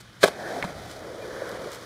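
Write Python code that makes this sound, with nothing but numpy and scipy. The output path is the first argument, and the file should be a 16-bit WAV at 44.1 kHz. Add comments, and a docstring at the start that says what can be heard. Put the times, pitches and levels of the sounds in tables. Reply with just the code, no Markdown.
"""Skateboard down a concrete bank

A skateboard drops onto a concrete bank in an open skatepark, heard from close by. Wheels and deck slam
down in a quick cluster of blows, made of ringing modes and a burst of crunching noise. Then tiny random
impacts make the wheels roar. They clack across a joint at the foot of the bank and roll on over the flat,
with short noise bursts for ticking grit, a few scuffs and one squeak. A far-off town hums behind.
"""
import sys
import numpy as np
from scipy import signal
from scipy.fft import rfft, irfft, next_fast_len
from scipy.io import wavfile
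from scipy.ndimage import uniform_filter1d

SR = 44100
rng = np.random.default_rng(int(sys.argv[2]) if len(sys.argv) > 2 else 0)


def master_out(mix):
    """Clip the mix to full scale and print it as 16-bit PCM to the path in sys.argv[1]."""
    frames = np.transpose(np.atleast_2d(mix))
    ceiling = np.clip(frames, -1, 1)
    pcm = np.round(ceiling * 32767).astype(np.int16)
    wavfile.write(sys.argv[1], SR, pcm)


N = 81585  # length in samples
T = np.arange(N) / SR  # time of every sample in seconds

# In every colour table, each row: frequency in Hz, relative level in dB per Hz.
# In every table of modes, each row: frequency in Hz, relative level in dB, time to fall 60 dB in seconds.

# Colour of the distant town.
TOWN_COLOUR = [(50, -19), (90, -17), (200, -3), (400, -8), (1500, -22.5), (3000, -8), (15000, -55)]
TOWN_DB, HUM_HZ, HUM_DB = -56.5, 117.5, -57.5
HUM_WANDER, HUM_WANDER_PER_S = 0.02, 5.4  # share of the pitch, speed of the wander

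# Scatter from the ramps: time to fall 60 dB, level, and where its treble is cut.
PARK_T60_S, PARK_DB, PARK_CUT_HZ = 0.66, -30, 14500
PARK_DELAY_S = 0.015

# Colour of the low rumble of the ride.
RUMBLE_COLOUR = [(36, -31), (52, -3.5), (200, -6), (500, -50.5)]
# Loudness of the rumble. Each row: time in seconds, level in dB.
RUMBLE_LEVEL = [(0, -56.5), (.4, -56), (.75, -46.5), (1.15, -54.5), (1.85, -55.5)]

# A narrow hollow in the upper mids of the whole scene, drifting slowly in pitch.
# Each row: time in seconds, centre in Hz.
HOLLOW_CENTRE = [(.25, 2740), (.45, 2830), (1.1, 2760), (1.8, 2680)]
HOLLOW_WIDTH_HZ, HOLLOW_SHARE = 390, 0.77  # share of the band taken away
HOLLOW_BLOCK = 256  # samples

# Wheels scuff sideways. Each row: middle in seconds, half length in seconds, level in dB.
SCUFFS = [(.01, 0.0082, -45), (0.233, 0.018, -32), (0.27, 0.0082, -33.5), (0.912, 0.026, -48),
          (1.735, 0.026, -44.5)]
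# Colour of the scuffs.
SCUFF_COLOUR = [(300, -2), (2300, 1.5), (3300, 1.5), (9000, -6.5), (15000, -16)]

# A wheel squeaks once.
SQUEAK_S, SQUEAK_HALF_S, SQUEAK_HZ, SQUEAK_DB = 1.228, 0.012, 2400, -45

# Grit snaps under a wheel. Each row: time in seconds, level in dB.
TICKS = [(.9140, -20.5), (0.9922, -26), (1.492, -21.5), (1.5158, -22), (1.7183, -19), (1.7313, -21),
         (1.748, -20), (1.7574, -23)]
# Colour of a snap of grit.
TICK_COLOUR = [(1500, -9), (3500, 4), (7000, -0.5), (11000, -4.5), (15000, -11)]
TICK_T60_S = 0.0086

# The wheels sing under load. Each row: time in seconds, level in dB.
SINGING_LEVEL = [(.3, -62.5), (.365, -46), (.48, -38.5), (.6, -52), (1.1, -65), (1.4, -43), (1.75, -58.5)]
# Modes of the singing wheels.
SINGING_MODES = [(1502, -0.95, 0.025), (1682, -1.1, 0.027)]
SINGING_WANDER, SINGING_WANDER_PER_S = 0.025, 6.86  # share of the pitch, speed of the wander

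# Bumps in the concrete that jolt the rolling deck.
# Each row: time in seconds, level in dB, frequency in Hz.
BUMPS = [(0.563, -24.5, 712), (.586, -25, 703), (1.133, -31, 590), (1.193, -32, 553), (1.383, -29, 520),
         (1.4195, -22.5, 550), (1.66, -26.5, 425), (1.674, -30.5, 549)]
BUMP_RISE_S = 0.0022

# Loudness of the rolling parts.
# Each row: time in seconds, deck's roar in dB, wheels' rasp in dB, hiss in dB.
ROLLING_LEVEL = [(0, -68, -58, -59.5), (.21, -61, -57.5, -58.5), (.26, -37, -46, -42),
                 (.325, -45, -47.5, -53.5), (.40, -37.5, -51, -50), (.48, -35, -45.5, -47),
                 (.585, -33.5, -44.5, -46.5), (.62, -40, -41, -47.5), (.67, -39.5, -44, -49),
                 (.8, -42, -48, -50), (.92, -44.5, -49, -49), (1.02, -40.5, -47.5, -53),
                 (1.25, -37.5, -47.5, -50.5), (1.41, -38.5, -44, -49.5), (1.53, -36.5, -42.5, -49),
                 (1.675, -37, -45.5, -49), (1.71, -43.5, -43.5, -48.5), (1.85, -46, -50, -50.5)]
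# Colour of the deck's roar on the bank.
ROAR_BANK = [(60, -27.5), (140, -11.5), (250, -7), (470, -5.5), (630, -2), (745, -4), (880, -13),
             (1200, -24)]
# Colour of the deck's roar on the flat.
ROAR_FLAT = [(60, -21), (130, -15), (230, -10.5), (335, -3.5), (400, -2.5), (495, 3.5), (610, 0),
             (790, -13), (1300, -34.5)]
# Colour of the wheels' rasp on the bank.
RASP_BANK = [(600, -15.5), (950, -4.5), (1180, -1.5), (1480, -1), (1690, -5.5), (1960, -2.5), (2270, -8),
             (2800, -19)]
# Colour of the wheels' rasp on the flat.
RASP_FLAT = [(600, -14.5), (950, 0), (1300, 1.5), (1650, -2), (2000, -3.5), (2400, -10), (2680, -29)]
# Colour of the hiss, on bank and flat alike.
HISS_COLOUR = [(1500, -6), (2350, -2), (2700, -2), (3150, 2.5), (4000, 1.5), (5800, -1), (7500, -8),
               (10000, -8), (12500, -14.5), (15000, -16.5)]
FLAT_FROM_S, FLAT_BY_S = 0.89, 1.107  # the colour moves from bank to flat between these times
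GRAINS_PER_S, GRAIN_SPREAD_DB = 6000, 1.5
FLUTTER_PER_S, FLUTTER_DB = 53, 0.98
STEADY_S, STEADY_SHARE = 0.0254, 0.55  # averaging time, share of the surges evened out

# Low thuds as the rider's weight presses down. Each row: time in seconds, level in dB.
THUDS = [(0.647, -23.5), (1.523, -41), (1.592, -39)]
THUD_HZ, THUD_T60_S = 184, 0.081

# A wheel catches on the joint and rings. Each row: time in seconds, level in dB.
CATCHES = [(0.6261, -16.5), (.6302, -24)]
# Modes of the caught wheel.
WHEEL_MODES = [(1920, 4.5, 0.0038), (2170, -1, 0.019), (2460, 2.5, 0.0034), (4220, -13.5, 0.0062)]
# Modes of the dull knock as the wheel drops off the joint.
JOINT_KNOCK_MODES = [(620, 0, .013), (980, 0, .012)]
JOINT_KNOCK_S, JOINT_KNOCK_DB = 0.6403, -17

# Blows on the board. Each row: time in seconds, wooden deck in dB, trucks and wheels in dB,
# crunch of grit in dB.
BLOWS = [(0.231, -22.5, -8.5, -14.5), (0.2341, -22.5, -15, -15), (.2380, -10, -7.5, -10),
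         (.2398, -10, -20, -26.5), (.2428, -14.5, -26, -15.5), (.2572, -20.5, -28, -29),
         (0.2774, -29.5, -24, -21.5), (.2835, -31.5, -29, -26.5), (.6265, -37, -36, -33.5),
         (0.6413, -39, -35, -33.5), (0.6473, -35, -28.5, -35)]
# Modes of the wooden deck.
DECK_MODES = [(190, -15, 0.13), (414, -11.5, 0.058), (523, -6, 0.055), (569, -9.5, 0.064), (617, -6, 0.062),
              (669, -8, 0.06), (760, -18, .025), (947, -16, 0.055)]
# Modes of the trucks (the axle mounts) and wheels.
TRUCK_MODES = [(1110, -10, .06), (1197, -14, 0.061), (1298, -13, 0.046), (1535, -5.5, 0.033),
               (1688, -3, 0.026), (2052, -21, 0.048), (2365, -8.5, 0.037), (3246, -17, 0.041),
               (4040, -15, 0.035), (4300, -17.5, 0.035)]
# Colour of the crunch.
CRUNCH_COLOUR = [(100, -16.5), (400, 14.5), (1500, 2), (2300, 1), (2750, -1), (3300, 2), (4400, -1.5),
                 (6000, -8), (10000, -10.5), (15000, -24)]
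CRUNCH_T60_S, CRUNCH_TAIL_DB, CRUNCH_TAIL_T60_S = 0.024, -24, 0.13
BLOW_LOW_CUT_HZ = 160
VARY_DB = 0.7  # typical chance difference in how strongly a mode is struck

CUTOFF_HZ = 15500


def from_db(db):
    """Turn decibels into a gain."""
    return 10 ** (np.asarray(db) / 20)


def rms_one(x):
    """Scale a signal to an average power of 1."""
    return x / np.sqrt(np.mean(x ** 2) + 1e-20)


def in_time(rows):
    """Join the rows by straight lines and read each column at every sample."""
    seconds, *columns = np.transpose(rows)
    return [np.interp(T, seconds, column) for column in columns]


def colour(x, points):
    """Filter with the given spectrum and unit power gain, without any sound ahead of its cause."""
    size = 2 * next_fast_len(N)
    hz, db = np.transpose(points)
    octave = np.log2(np.maximum(np.arange(size // 2 + 1) * SR / size, 1))
    # Outside the table the level falls by a further 20 dB per octave.
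    beyond = np.abs(octave - np.clip(octave, np.log2(hz[0]), np.log2(hz[-1])))
    gain = rms_one(from_db(np.interp(octave, np.log2(hz), db) - 20 * beyond))
    # Folding the cepstrum (the spectrum of the log gain) makes the filter respond only forward in time.
    cepstrum = irfft(np.log(gain + 1e-9))
    cepstrum[1:size // 2] *= 2
    cepstrum[size // 2 + 1:] = 0
    response = np.exp(rfft(cepstrum))
    return irfft(rfft(x, size) * response)[:N]


def drift(rate):
    """Smooth noise into a slow random wander of typical size 1."""
    r = np.exp(-2 * np.pi * rate / SR)
    noise = rng.standard_normal(2 * N)
    wander = signal.lfilter([1], [1, -2 * r, r * r], noise)
    return rms_one(wander[N:])  # the first half lets the filter settle


def clicks(times, db):
    """Put one single-sample click at each time."""
    out = np.zeros(N)
    places = np.clip(np.asarray(times) * SR, 0, N - 1).astype(int)
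    np.add.at(out, places, from_db(db))
    return out


def ring(x, hz, t60):
    """Let each click set a dying sine ringing, as high as the click."""
    r = from_db(-60 / (t60 * SR))  # shrink per sample
    w = 2 * np.pi * hz / SR  # turn per sample
    return signal.lfilter([0, np.sin(w)], [1, -2 * r * np.cos(w), r * r], x + 1e-18)


def dying(t60):
    """Start at 1 and fall by 60 dB in t60 seconds."""
    return np.exp(-np.log(1000) * T / t60)


def strike(modes, times, db, polarity=-1):
    """Ring every mode at every blow; neighbours start opposed (polarity -1) or in step (near 1)."""
    chance = rng.standard_normal((len(times), len(modes)))
    out = np.zeros(N)
    for k, (hz, mode_db, t60) in enumerate(modes):
        hits = clicks(times, db + mode_db + VARY_DB * chance[:, k])
        out += polarity ** k * ring(hits, hz, t60)
    return out


def swells(rows):
    """Add up bell-shaped rises and falls."""
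    return sum(from_db(db) * np.exp(-((T - s) / half) ** 2) for s, half, db in rows)


def grains():
    """Scatter the dense tiny impacts of wheels on rough concrete at random."""
    sizes = from_db(GRAIN_SPREAD_DB * np.minimum(rng.exponential(1, N), 4))
    signs = rng.choice([-1, 1], N)
    present = rng.random(N) < GRAINS_PER_S / SR
    return rms_one(sizes * signs * present)


def steadied(x):
    """Partly even out chance surges in loudness and set the power to 1."""
    power = uniform_filter1d(x ** 2, int(STEADY_S * SR)) + 1e-12
    return rms_one(x / power ** (STEADY_SHARE / 2))


def town():
    """Steady far-off noise with a hum that wavers in pitch."""
    hum_hz = HUM_HZ * (1 + HUM_WANDER * drift(HUM_WANDER_PER_S))
    hum = np.sqrt(2) * np.sin(2 * np.pi * np.cumsum(hum_hz) / SR)
    noise = colour(rng.standard_normal(N), TOWN_COLOUR)
    return from_db(TOWN_DB) * noise + from_db(HUM_DB) * hum


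def park(x):
    """Surrounding ramps scatter the sound into a faint, dying tail of noise."""
    low_pass = signal.butter(2, PARK_CUT_HZ, fs=SR, output="sos")
    noise = signal.sosfilt(low_pass, rng.standard_normal(N))
    tail = noise * dying(PARK_T60_S) * (T > PARK_DELAY_S)
    tail = tail / np.sqrt(np.sum(tail ** 2))
    return from_db(PARK_DB) * signal.fftconvolve(x, tail)[:N]


def hollow(x):
    """Take most of a narrow band away; its centre moves block by block."""
    out, state = x.copy(), np.zeros(2)
    centre = in_time(HOLLOW_CENTRE)[0]
    for i in range(0, N, HOLLOW_BLOCK):
        block = slice(i, i + HOLLOW_BLOCK)
        b, a = signal.iirpeak(centre[i], centre[i] / HOLLOW_WIDTH_HZ, fs=SR)
        band, state = signal.lfilter(b, a, x[block], zi=state)
        out[block] -= HOLLOW_SHARE * band
    return out


def rumble():
    """Low noise of the ride that swells and fades."""
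    return colour(rng.standard_normal(N), RUMBLE_COLOUR) * from_db(in_time(RUMBLE_LEVEL)[0])


def scuffs():
    """Sliding wheels make short gritty swells of tiny impacts."""
    return colour(swells(SCUFFS) * grains(), SCUFF_COLOUR)


def squeak():
    """A wheel gives one brief pure tone that swells and fades."""
    return swells([(SQUEAK_S, SQUEAK_HALF_S, SQUEAK_DB)]) * np.sin(2 * np.pi * SQUEAK_HZ * T)


def ticks():
    """Grit cracks in tiny bright bursts of noise."""
    burst = dying(TICK_T60_S)
    burst = burst / np.sqrt(np.sum(burst ** 2))
    cracks = signal.fftconvolve(clicks(*np.transpose(TICKS)), burst)[:N]
    return colour(cracks * rng.standard_normal(N), TICK_COLOUR)


def singing():
    """The rough surface keeps two wheel resonances ringing; they wander in pitch as the load shifts."""
    rings = sum(from_db(db) * rms_one(ring(grains(), hz, t60)) for hz, db, t60 in SINGING_MODES)
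    # Reading the sound a little faster or slower bends its pitch.
    bent_time = T + np.cumsum(SINGING_WANDER * drift(SINGING_WANDER_PER_S)) / SR
    return from_db(in_time(SINGING_LEVEL)[0]) * rms_one(np.interp(bent_time, T, rings))


def bumps():
    """A soft wheel rides over each bump: the deck's tone swells and dies within a few cycles."""
    out = np.zeros(N)
    for s, db, hz in BUMPS:
        age = np.maximum(T - s, 0)
        swell = age / BUMP_RISE_S * np.exp(1 - age / BUMP_RISE_S)
        out += from_db(db) * swell * np.sin(2 * np.pi * hz * age)
    return out


def rolling():
    """Grains drive deck and wheels, fluttering with the load; the colour drops from bank to flat."""
    roar_db, rasp_db, hiss_db = in_time(ROLLING_LEVEL)
    flat = np.clip((T - FLAT_FROM_S) / (FLAT_BY_S - FLAT_FROM_S), 0, 1)
    out = colour(rng.standard_normal(N) * from_db(hiss_db), HISS_COLOUR)
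    parts = ((roar_db, ROAR_BANK, ROAR_FLAT), (rasp_db, RASP_BANK, RASP_FLAT))
    for level_db, on_bank, on_flat in parts:
        for share, spectrum in ((1 - flat, on_bank), (flat, on_flat)):
            # The square root keeps the power steady while one colour fades into the other.
            out += from_db(level_db) * np.sqrt(share) * steadied(colour(grains(), spectrum))
    return out * from_db(FLUTTER_DB * drift(FLUTTER_PER_S))


def knocks():
    """A wheel catches on the joint and drops off it with a dull knock; the rider's weight thuds."""
    catch = strike(WHEEL_MODES, *np.transpose(CATCHES))
    drop = strike(JOINT_KNOCK_MODES, [JOINT_KNOCK_S], JOINT_KNOCK_DB)
    thuds = ring(clicks(*np.transpose(THUDS)), THUD_HZ, THUD_T60_S)
    return catch + drop + thuds


def blows():
    """Landing and joint: deck and trucks ring while grit is crushed; a high-pass thins the bass."""
    s, deck_db, truck_db, crunch_db = np.transpose(BLOWS)
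    burst = dying(CRUNCH_T60_S) + from_db(CRUNCH_TAIL_DB) * dying(CRUNCH_TAIL_T60_S)
    crush = signal.fftconvolve(clicks(s, crunch_db), burst)[:N]
    crunch = colour(crush * rng.standard_normal(N), CRUNCH_COLOUR)
    deck = strike(DECK_MODES, s, deck_db, polarity=0.98)
    trucks = strike(TRUCK_MODES, s, truck_db)
    high_pass = signal.butter(2, BLOW_LOW_CUT_HZ, "high", fs=SR, output="sos")
    return signal.sosfilt(high_pass, deck + trucks + crunch)


def scene():
    """Add the board, its scatter and the town in mono, then carve the hollow."""
    ride = rumble() + rolling() + bumps() + singing()
    details = scuffs() + squeak() + ticks()
    board = ride + details + knocks() + blows()
    return hollow(town() + park(board) + board)[None]


def record(dry):
    """Round off the loudest peaks and cut the highest treble."""
    low_pass = signal.ellip(10, 0.1, 80, CUTOFF_HZ, fs=SR, output="sos")
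    return signal.sosfilt(low_pass, np.tanh(dry))


dry = scene()
out = record(dry)
master_out(out)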